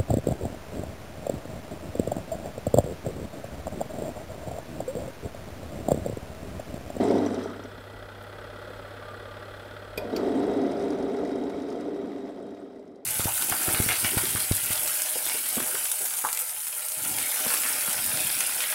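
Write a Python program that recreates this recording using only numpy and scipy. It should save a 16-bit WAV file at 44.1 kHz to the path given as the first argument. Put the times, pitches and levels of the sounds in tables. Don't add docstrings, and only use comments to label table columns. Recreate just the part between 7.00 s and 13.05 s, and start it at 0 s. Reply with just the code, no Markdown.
import sys
import numpy as np
from scipy import signal
from scipy.fft import rfft, irfft, next_fast_len
from scipy.io import wavfile
from scipy.ndimage import uniform_filter1d

SR = 44100
rng = np.random.default_rng(int(sys.argv[2]) if len(sys.argv) > 2 else 0)


def boost(x):
    u = np.asarray(x, float) / 20
    return 10 ** u


def put_to_file(sound):
    columns = np.atleast_2d(sound).T
    safe = np.clip(columns, -1, 1)
    whole_steps = np.round(safe * 32767)
    wavfile.write(sys.argv[1], SR, whole_steps.astype(np.int16))


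N = 266805

# frequency in Hz, density in dB per Hz.
STAND_SPECTRUM = [(35, -47), (60, -23), (163, -16), (266, -5.5), (345, -7.5), (394, -1.5), (480, -5.5),
                  (521, -9.5), (644, -8.5), (954, -22), (1780, -44), (1930, -25), (3000, -38), (3900, -69),
                  (6600, -120)]
# frequency in Hz, width in Hz, level in dB.
STAND_MODES = [(207.2, 7.3, 0), (264.5, 17, -1), (288.7, 22.5, 5), (346, 15, -5), (477, 18, -2),
               (657, 28, -7), (699.6, 15.6, 0.5)]
# frequency in Hz, density in dB per Hz.
BELT_SPECTRUM = [(530, -35), (900, 0), (1070, -1), (1340, -8), (1780, -8.5), (1930, -3), (2630, -14.5),
                 (3870, -12.5), (4360, -18.5), (5200, -17), (6500, -24), (8630, -33), (12400, -29.5),
                 (15000, -37)]
# frequency in Hz, width in Hz, level in dB.
BELT_MODES = [(1276, 63, -1.5), (1860, 470, -17), (3200, 47, -2.5), (3860, 140, -6.5), (5080, 620, -8.5),
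              (5830, 300, -8.5), (7650, 200, 2), (8590, 450, 4)]
# frequency in Hz, width in Hz, level in dB against the hiss.
BEARING_WHINE = (3810, 45, 0)
# multiple of twice mains, level in dB under the rumble.
WINDING_LINES = [(2, -20), (3, -24), (4, -3.5), (6, -17.5), (7, -43)]
# time in seconds, level in dB.
STAND_SHAKE = [(0, 1.5), (.06, -3), (.11, 0), (.2, 0.5), (.29, -3), (.4, -1.5), (.47, -3.5), (.6, -3.5),
               (.9, -5), (2.97, 3), (3.12, 1), (3.3, 0), (3.5, 0.5), (3.65, 0.5), (3.9, 0), (4.2, 0),
               (4.45, -0.5), (4.7, -1), (5.0, -1), (5.3, -1.5), (5.7, -1.5), (6.05, 3.5)]
# frequency in Hz, width in Hz, level in dB.
SLACK_BELT_MODES = [(250, 25, -3), (475, 44, -1), (602, 58, -1), (704, 41, -2), (966, 98, -17)]
# time in seconds, firings a second, level in dB.
ENGINE_IDLE = [
    (0, 32.5, -47),
    (.95, 32.5, -46.5),
    (1.64, 34.55, -44),
    (2.6, 35.2, -44.5),
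    (2.9, 36.1, -45.5),
    (3.3, 36.5, -45),
    (6.05, 36.5, -48.5),
]
# time in seconds, lead in firings.
FIRING_LEAD = [
    (0, 0),
    (.87, 0.17),
    (1.17, 0),
    (1.47, .19),
    (1.77, .18),
    (2.07, 0.026),
    (2.4, .06),
    (2.7, 0.066),
    (6.05, .07),
]
# frequency in Hz, width in Hz, level in dB.
EXHAUST_MODES = [(256, 170, -4.5), (376, 66, 0.5), (478, 100, -1), (575, 130, 1.5), (832, 160, -3.5),
                 (1184, 39, -2.5), (1402, 500, -1.5), (1920, 126, -7), (2410, 500, -14), (2780, 280, -17.5),
                 (3284, 750, -12.5), (4180, 230, -15.5), (4850, 560, -21.5), (8000, 1300, -32.5),
                 (9490, 230, -27), (10480, 330, -29)]
# frequency in Hz, width in Hz, level in dB, lag in firings.
CYLINDER_PIPES = [(594, 62, -6.5, 1.95), (473, 70, -7.5, .95), (350, 67, -18.5, .95), (1950, 100, -23, 1.3),
                  (1902, 78, -22, .35), (1455, 160, -17, 1.3), (1443, 130, -17, 0.4),
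                  (3500, 1100, -30, 0.12), (3310, 77, -31, 0.13), (2830, 95, -36, 1.14)]
# time in seconds, level in dB, length in seconds, frequency in Hz.
PANEL_TONES = [
    (2.11, -0.5, 0.058, 1200),
    (2.29, -1, 0.056, 1200),
    (1.3, -11, .05, 1200),
    (1.7, -1.5, 0.046, 520),
    (0.96, -10.5, 0.072, 1960),
    (0.11, -1, 0.015, 2200),
]
# frequency in Hz, density in dB per Hz.
ROOM_SPECTRUM = [(20, -16), (40, -23), (150, -12), (300, -14.5), (700, -12), (1500, -27.5), (4000, -34),
                 (6200, -39), (12000, -38), (14500, -39.5), (15500, -36)]
# start in seconds, peak in dB, low board against the rest in dB.
STAND_KNOCKS = [(0.011, -15, 3), (0.046, -10, 0), (0.115, -7, -2.5), (0.148, -13, -2), (0.188, -10.5, 5),
                (0.337, -16, 0), (0.59, -25.5, -2), (3.184, -15, -4), (3.222, -17, 1), (0.258, -9, 2.5),
                (0.454, -14, -7), (0.5, -25, 1.5), (0.556, -23.5, -3), (0.644, -22, -0.5), (0.776, -30, 5),
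                (3.132, -13.5, -1), (3.273, -11, -8), (3.324, -25, -7), (3.349, -11, 0), (3.981, -17, -3),
                (4.351, -10, -10), (4.881, -13, -2), (0.306, -13, 1), (0.372, -13.5, 1), (0.713, -42, -5),
                (0.842, -39, 1), (0.872, -33, -3), (0.903, -36, -7), (0.929, -33, 1), (3.476, -12, -9),
                (3.618, -16, 14), (3.844, -20, 2), (4.025, -20, 3), (4.104, -12.5, -4), (4.168, -16.5, 0),
                (4.23, -12, 1), (4.301, -18, -5), (4.421, -17, -3), (4.476, -18, -8), (4.726, -15, -1),
                (4.805, -20, 2), (5.033, -18, 14), (5.07, -17, 5), (5.294, -12, -7), (5.45, -17, 6),
                (5.52, -13, -3), (5.544, -16, -3), (5.621, -24, -4), (5.733, -26, 1), (5.792, -15, -3),
                (5.872, -14, 9)]
# start in seconds, peak in dB, ring in Hz.
WASHER_COAST = [
    (0.0144, -52, 5250),
    (0.0742, -47, 5100),
    (0.1565, -42, 5250),
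    (0.1795, -49, 5100),
    (0.2483, -47, 5200),
    (0.3032, -43, 5250),
    (0.3436, -39.5, 4940),
    (0.3865, -57, 5250),
]
# start in seconds, peak in dB after the fade, ring in Hz.
WASHER_LOADED = [(3.2537, -51, 4950), (3.347, -45, 4850), (3.4288, -43, 5000), (3.4937, -53, 5120),
                 (3.5356, -47, 5010), (3.5755, -48, 4430), (3.6164, -46, 5140), (3.6358, -43, 5320),
                 (3.6648, -46, 4470), (3.7176, -40, 5500), (3.798, -45, 6030), (3.8234, -42.5, 5110),
                 (3.8379, -40.5, 5030), (3.904, -39, 5300), (3.9456, -50, 5460), (3.986, -44, 5060),
                 (4.026, -40.5, 5250), (4.0858, -53, 5600), (4.1167, -46, 5010), (4.1671, -43, 5060),
                 (4.2085, -51, 5560), (4.2495, -42, 5100), (4.2739, -47, 4760), (4.2914, -50, 5050),
                 (4.315, -45, 5370), (4.3562, -43, 5100), (4.3966, -57, 5510), (4.4375, -44, 5080),
                 (4.4969, -44, 5290), (4.5672, -51, 4660), (4.5932, -52, 4530), (4.6194, -43, 5100),
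                 (4.685, -47, 5520), (4.7014, -45, 4510), (4.7259, -45, 5500), (4.7558, -50, 4680),
                 (4.8073, -44, 5110), (4.8895, -53, 5240), (4.9474, -55, 5020), (5.0546, -55, 5320),
                 (5.0716, -54, 5550), (5.1778, -54, 5320), (5.2601, -56, 5300), (5.3909, -57, 5150),
                 (5.4248, -59, 5360), (5.4657, -55, 5100), (5.5061, -55, 5180), (5.547, -54, 5120),
                 (5.6283, -62, 5240), (5.7595, -55, 4920), (5.7939, -56, 4620), (5.8757, -59.5, 5320),
                 (5.9157, -64, 5190), (5.9576, -56.5, 4900)]
# start in seconds, peak in dB, ring in Hz.
CLIP_TICKS = [(0.0737, -46, 5900), (0.1151, -55, 5860), (0.1411, -48, 5860), (0.182, -44, 5860),
              (0.2219, -55, 5860), (0.2618, -37, 5840), (0.3057, -55, 6000), (0.3441, -42, 5870),
              (0.4369, -44, 6000), (0.4500, -51, 5900), (0.4928, -59, 5870), (0.6374, -45.5, 5850)]
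# t60 in seconds, ring in dB, overtone in dB over the crack.
WASHER_RING = (.02, -15.5, -34)
CLIP_RING = (0.041, -1, -2)
# frequency in Hz, width in Hz, level in dB.
TICK_BODY = [(5250, 2850, 4.5), (8840, 1550, 0)]
# start in seconds, peak in dB before the fade, ring in Hz.
BRACKET_PINGS = [(.297, -34, 1500), (4.253, -30, 1980), (4.356, -38, 2000), (4.535, -34, 2250),
                 (4.9482, -43, 1890), (4.9896, -40, 1990), (5.1138, -45, 1930), (5.277, -39, 2000),
                 (5.3598, -40, 1980), (5.5459, -39, 3770), (5.687, -39, 3810), (5.7304, -39, 2100),
                 (5.7589, -36, 1970), (5.8936, -40, 1830), (5.9474, -44, 1880)]
# start in seconds, peak in dB.
ROOM_SNAPS = [
    (1.2254, -41),
    (1.2371, -39.5),
]
# start in seconds, snap in dB, thump in dB.
CONTACTS = [
    (2.976, -21.5, -20.5),
    (3.163, -25, -26),
]
# frequency in Hz, width in Hz, level in dB.
CONTACT_MODES = [
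    [(2515, 230, -7), (4730, 270, -8), (5140, 660, -12.5), (3500, 1400, -11), (1400, 930, -14.5),
     (6500, 2800, -16), (11730, 1000, -13), (8400, 1900, -18.5), (13600, 3900, -18)],
    [(2620, 540, -7), (4850, 380, -8), (5300, 1300, -7.5), (6900, 850, -14), (9100, 3100, -18),
     (11500, 1300, -18), (14900, 1500, -18)],
]
# frequency in Hz, t60 in seconds, level in dB.
CASE_RINGS = [
    [(2450, 0.062, 4), (3300, 0.05, -9), (3870, .045, -16), (4612, 0.047, -2.5), (5090, 0.06, -9.5),
     (5700, .03, -16), (11800, .014, -11)],
    [(2510, 0.14, -8), (2850, 0.038, -9), (4500, 0.042, 7), (5050, 0.03, 0), (5800, 0.025, -10),
     (6600, 0.031, -2), (9400, .03, -21), (11650, .02, -19)],
]

TWICE_MAINS_HZ = 99.93
ON_S = 2.975
BITE_S, BITE_RISE_S, SETTLE_S = 3.118, 0.015, 0.18
FADE_FROM_S, FADE_TO_S = 2.976, 6.185


def unit(x):
    return x / np.sqrt(np.mean(x ** 2))


def ramp(start_s, length_s):
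    return np.clip((np.arange(N) / SR - start_s) / length_s, 0, 1)


def curve(rows):
    s, *columns = np.transpose(rows)
    return [np.interp(np.arange(N) / SR, s, c) for c in columns]


def colour(x, spectrum):
    hz, db = np.transpose(spectrum)
    size = next_fast_len(N)
    f = np.fft.rfftfreq(size, 1 / SR) + 1
    gain = boost(np.interp(np.log(f), np.log(hz), db))
    return unit(irfft(rfft(x, size) * gain, size)[:N])


def ring(x, modes):
    return sum(boost(db) * signal.lfilter(*signal.iirpeak(hz, hz / width, fs=SR), x) for hz, width, db in modes)


def ring_twice(x, modes, widen=1):
    return sum(ring(ring(x, [(hz, width, db)]), [(hz, widen * width, 0)]) for hz, width, db in modes)


def grains(spread_db, grain_s):
    k = int(grain_s * SR)
    size = np.zeros(N)
    size[::k] = boost(spread_db * np.minimum(rng.exponential(size=len(size[::k])), 4))
    return unit(rng.standard_normal(N) * signal.lfilter([1], [1, -np.exp(-1 / k)], size))


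def walk(rate_hz):
    k = int(SR / rate_hz)
    held = np.repeat(rng.standard_normal(N // k + 1), k)
    return unit(uniform_filter1d(uniform_filter1d(held, k), k)[:N])


def add(out, s, sound):
    i = int(s * SR)
    out[i:i + len(sound)] += sound[:N - i]


def peak(x):
    return x / np.abs(x).max()


def blow_time():
    return np.arange(SR // 8) / SR


def blow(modes, crack_s, crack_db):
    t = blow_time()
    y = boost(crack_db) * rng.standard_normal(len(t)) * np.exp(-t / crack_s)
    for hz, t60_s, db in modes:
        y = y + boost(db) * np.sin(2 * np.pi * hz * t) * np.exp(-np.log(1000) * t / t60_s)
    return peak(y)


def drive():
    coast = 1 - ramp(0.06, 0.85)
    grip, live = ramp(BITE_S, BITE_RISE_S), ramp(ON_S, 0.041)
    turns_hz = np.maximum(25 * (coast + ramp(ON_S, 0.33)), 3)
    rumble_db = -27 - 8.5 * (1 - grip) - 5.5 * (1 - ramp(BITE_S, SETTLE_S))
    hiss_db = -47 - 8.5 * (1 - grip)
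    rumble = boost(-22) * coast ** 2.77 + live * boost(rumble_db)
    hiss = boost(-41.5) * coast ** 1.5 + live * boost(hiss_db)
    return turns_hz, rumble, hiss


def stand_rumble(angle, belt):
    steps = 128
    size_db = 1.3 * np.minimum(rng.exponential(size=(160, steps)), 4)
    bumps = rng.standard_normal((160, steps)) * boost(size_db)
    bumps = signal.lfilter([1], [1, -0.35], bumps, axis=0).ravel()
    clatter = unit(np.interp(angle * steps, np.arange(len(bumps)), bumps)) + 1.3 * grains(2.3, .005)
    rumble = colour(clatter + ring(clatter, STAND_MODES), STAND_SPECTRUM)
    return rumble * belt * boost(0.46 * walk(30)) * boost(curve(STAND_SHAKE)[0])


def belt_hiss(lobes):
    rub = grains(3.9, .003) * (1 + 0.29 * lobes) * boost(0.82 * walk(30))
    crackle = sum(ring(grains(5.3, .003), [mode]) for mode in BELT_MODES)
    hiss = colour(0.73 * rub + unit(crackle), BELT_SPECTRUM)
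    whine = unit(ring(grains(2.5, 0.0037), [BEARING_WHINE]))
    return hiss + boost(BEARING_WHINE[2] - 14) * whine * ramp(BITE_S, SETTLE_S)


def belt_shudder():
    slack = ramp(ON_S, .03) * (1 - ramp(BITE_S, 0.062)) * boost(-36)
    return slack * unit(sum(ring_twice(grains(3, .008), [mode]) for mode in SLACK_BELT_MODES))


def winding_hum(belt, lobes):
    t = np.arange(N) / SR
    lines = sum(boost(db + 2.0 * walk(22)) * np.sin(2 * np.pi * k * TWICE_MAINS_HZ * t + k)
                for k, db in WINDING_LINES)
    lines = lines * (belt + 0.39 * lobes) * ramp(BITE_S, BITE_RISE_S)
    drum_hz = 264 * (1 + 0.016 * walk(12))
    drum = np.sin(2 * np.pi * np.cumsum(drum_hz) / SR) * boost(-8 + 2.1 * walk(13))
    return lines + drum * ramp(BITE_S, SETTLE_S)


def motor():
    turns_hz, rumble_gain, hiss_gain = drive()
    angle = np.cumsum(turns_hz) / SR
    belt = 1 + 0.045 * np.sin(2 * np.pi * 9.5 * np.arange(N) / SR)
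    lobes = np.sin(6 * np.pi * angle)
    shaken = stand_rumble(angle, belt) + winding_hum(belt, lobes)
    return rumble_gain * shaken + hiss_gain * belt_hiss(lobes) + belt_shudder()


def engine():
    firings_hz, level_db = curve(ENGINE_IDLE)
    cycle = np.cumsum(firings_hz) / SR + 0.688 + curve(FIRING_LEAD)[0]
    cycle = cycle + 0.012 * np.sin(np.pi * cycle)
    sizes = boost(0.56 * rng.standard_normal(256) + 1.9 * (-1) ** np.arange(256))
    size = sizes[cycle.astype(int)]
    rise = (cycle % 1) / .17
    puff = size * rise * np.exp(1 - rise) + 1
    puff = puff / np.sqrt(uniform_filter1d(puff ** 2, SR // 4))
    bang = boost(-11) * unit(np.diff(np.floor(cycle - .14), prepend=0) * size)
    gas = grains(1.3, .002)
    exhaust = unit(sum(ring_twice(puff * (0.73 * gas + 0.64 * grains(0.99, .002)) + bang, [mode])
                       for mode in EXHAUST_MODES))
    exhaust = exhaust + cylinder_pipes(cycle, size) + panel_tones(cycle)
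    return boost(level_db) * (exhaust + boost(-30) * valve(cycle, size))


def cylinder_pipes(cycle, size):
    out = np.zeros(N)
    for hz, width, db, lag in CYLINDER_PIPES:
        fire = np.diff(np.floor((cycle - lag) / 2), prepend=0) * size * boost(walk(20))
        fire[0] = 0
        out = out + boost(db) * unit(ring_twice(fire, [(hz, width, 0)]))
    return out


def panel_tones(cycle):
    t = np.arange(N) / SR
    sing = sum(boost(db) * np.exp(-((t - s) / length_s) ** 2) * np.sin(2 * np.pi * hz * t)
               for s, db, length_s, hz in PANEL_TONES)
    return sing * (1 + 0.27 * np.sin(2 * np.pi * cycle))


def valve(cycle, size):
    tap = size * np.exp(-((cycle - 0.93) % 2) / 0.25) * rng.standard_normal(N)
    return unit(ring_twice(tap, [(7840, 420, 0)]))


def room():
    t = np.arange(N) / SR
    duck = ramp(BITE_S, 0.52)
    hum_db = -48.5 + 5.5 * (1 - ramp(0.33, 0.11)) - 23 * duck
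    drone_db = -52.5 - 5.5 * duck + 0.5 * walk(3.1)
    air_db = -51 - 3.5 * duck
    hum = np.sqrt(2) * np.sin(2 * np.pi * (TWICE_MAINS_HZ + 0.13) * t) * boost(0.29 * walk(8.5))
    drone_modes = [(32, 9, -6), (42.5, 11, 11), (55.6, 13, -23), (71.5, 7.4, -22)]
    drone = unit(ring(rng.standard_normal(N), drone_modes))
    air = colour(rng.standard_normal(N), ROOM_SPECTRUM) * boost(0.36 * walk(6.1))
    return boost(hum_db) * hum + boost(drone_db) * drone + boost(air_db) * air


def stand_knocks():
    out, onset = np.zeros(N), np.minimum(blow_time() / 0.0043, 1)
    for s, db, low_db in STAND_KNOCKS:
        boards = [(258.5, 0.089, -0.5 + 2 * low_db), (407.6, 0.037, 6.0), (657, 0.05, -1.5), (870, 0.046, -8.5)]
        add(out, s + 0.00098, boost(db - 0.5) * onset * blow(boards, 0.0024, -33.0))
    return signal.sosfilt(signal.butter(2, 170, "high", fs=SR, output="sos"), out)


def loose_ticks():
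    ticks, fade = np.zeros(N), fade_out()
    for part, (t60_s, ring_db, over_db) in ((WASHER_COAST + WASHER_LOADED, WASHER_RING), (CLIP_TICKS, CLIP_RING)):
        for s, db, hz in part:
            modes = [(hz, t60_s, ring_db), (1.29 * hz, 1.4 * t60_s, over_db)]
            add(ticks, s, boost(db + 5.5) / fade[int(s * SR)] * blow(modes, 0.0055, 0.0))
    return ring_twice(ticks, TICK_BODY)


def bracket_pings():
    out, onset = np.zeros(N), np.minimum(blow_time() / .002, 1)
    for s, db, hz in BRACKET_PINGS:
        ping = blow([(hz, .05, 0), (0.63 * hz, .04, -6)], 0.0047, -5)
        add(out, s, boost(db) * onset * ring(ping, [(hz, 1800, 0)]))
    return out


def room_snaps():
    out = np.zeros(N)
    for s, db in ROOM_SNAPS:
        snap = blow([(8800, .012, -13), (7050, .012, -15)], .0015, 0)
        add(out, s, boost(db) * ring(snap, [(11500, 9000, 0)]))
    return out


def contact_snap(modes, rings):
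    t = blow_time()
    envelope = np.minimum(t / 0.0049, 1) * np.exp(-t / 0.0051) + 0.053 * np.exp(-t / 0.019)
    snap = ring_twice(rng.standard_normal(len(t)) * envelope, modes, widen=3)
    return peak(peak(snap) + 1.5 * np.minimum(t / 0.0056, 1) * blow(rings, .001, -60))


def contact_thump():
    t = blow_time()
    push = rng.standard_normal(len(t)) * (np.exp(-t / 0.011) + .07 * np.exp(-t / .06))
    push = signal.sosfilt(signal.butter(2, 900, fs=SR, output="sos"), push)
    thump = ring(push, [(415, 25, 6.0), (620, 24, 4.0), (790, 45, -22)])
    boards = [(472, 0.075, 14), (348, 0.18, -1), (600, 0.09, -5), (920, 0.079, -2), (1320, 0.081, -6),
              (1990, .055, -1.5)]
    return peak(peak(thump) + 1.5 * blow(boards, .002, -14.0))


def timer_switch():
    out = np.zeros(N)
    for (s, snap_db, thump_db), modes, rings in zip(CONTACTS, CONTACT_MODES, CASE_RINGS):
        add(out, s - .002, boost(snap_db) * contact_snap(modes, rings))
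        add(out, s + .0015, boost(thump_db) * contact_thump())
    return out


def tiled_wash(dry):
    t = np.arange(SR // 3) / SR
    tail = rng.standard_normal(len(t)) * np.exp(-np.log(1000) * t / 0.26) * (t > .006)
    wet = signal.fftconvolve(dry, tail / np.linalg.norm(tail))[:N]
    return signal.sosfilt(signal.butter(1, 5000, fs=SR, output="sos"), wet)


def fade_out():
    return 1 - ramp(FADE_FROM_S, FADE_TO_S - FADE_FROM_S)


def scene():
    rig = motor() + stand_knocks() + loose_ticks() + bracket_pings() + room_snaps() + timer_switch()
    return (rig + boost(-9.5) * tiled_wash(rig) + engine() + room())[None]


def roll_off(x):
    return signal.sosfilt(signal.butter(12, 15660, fs=SR, output="sos"), x)


def record(dry):
    mix = dry * fade_out()
    mix = signal.sosfilt(signal.butter(1, 30, "high", fs=SR, output="sos"), mix)
    mix = signal.sosfilt(signal.ellip(10, .3, 80, 15600, fs=SR, output="sos"), mix)
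    return roll_off(mix)


dry = scene()
out = record(dry)
put_to_file(out)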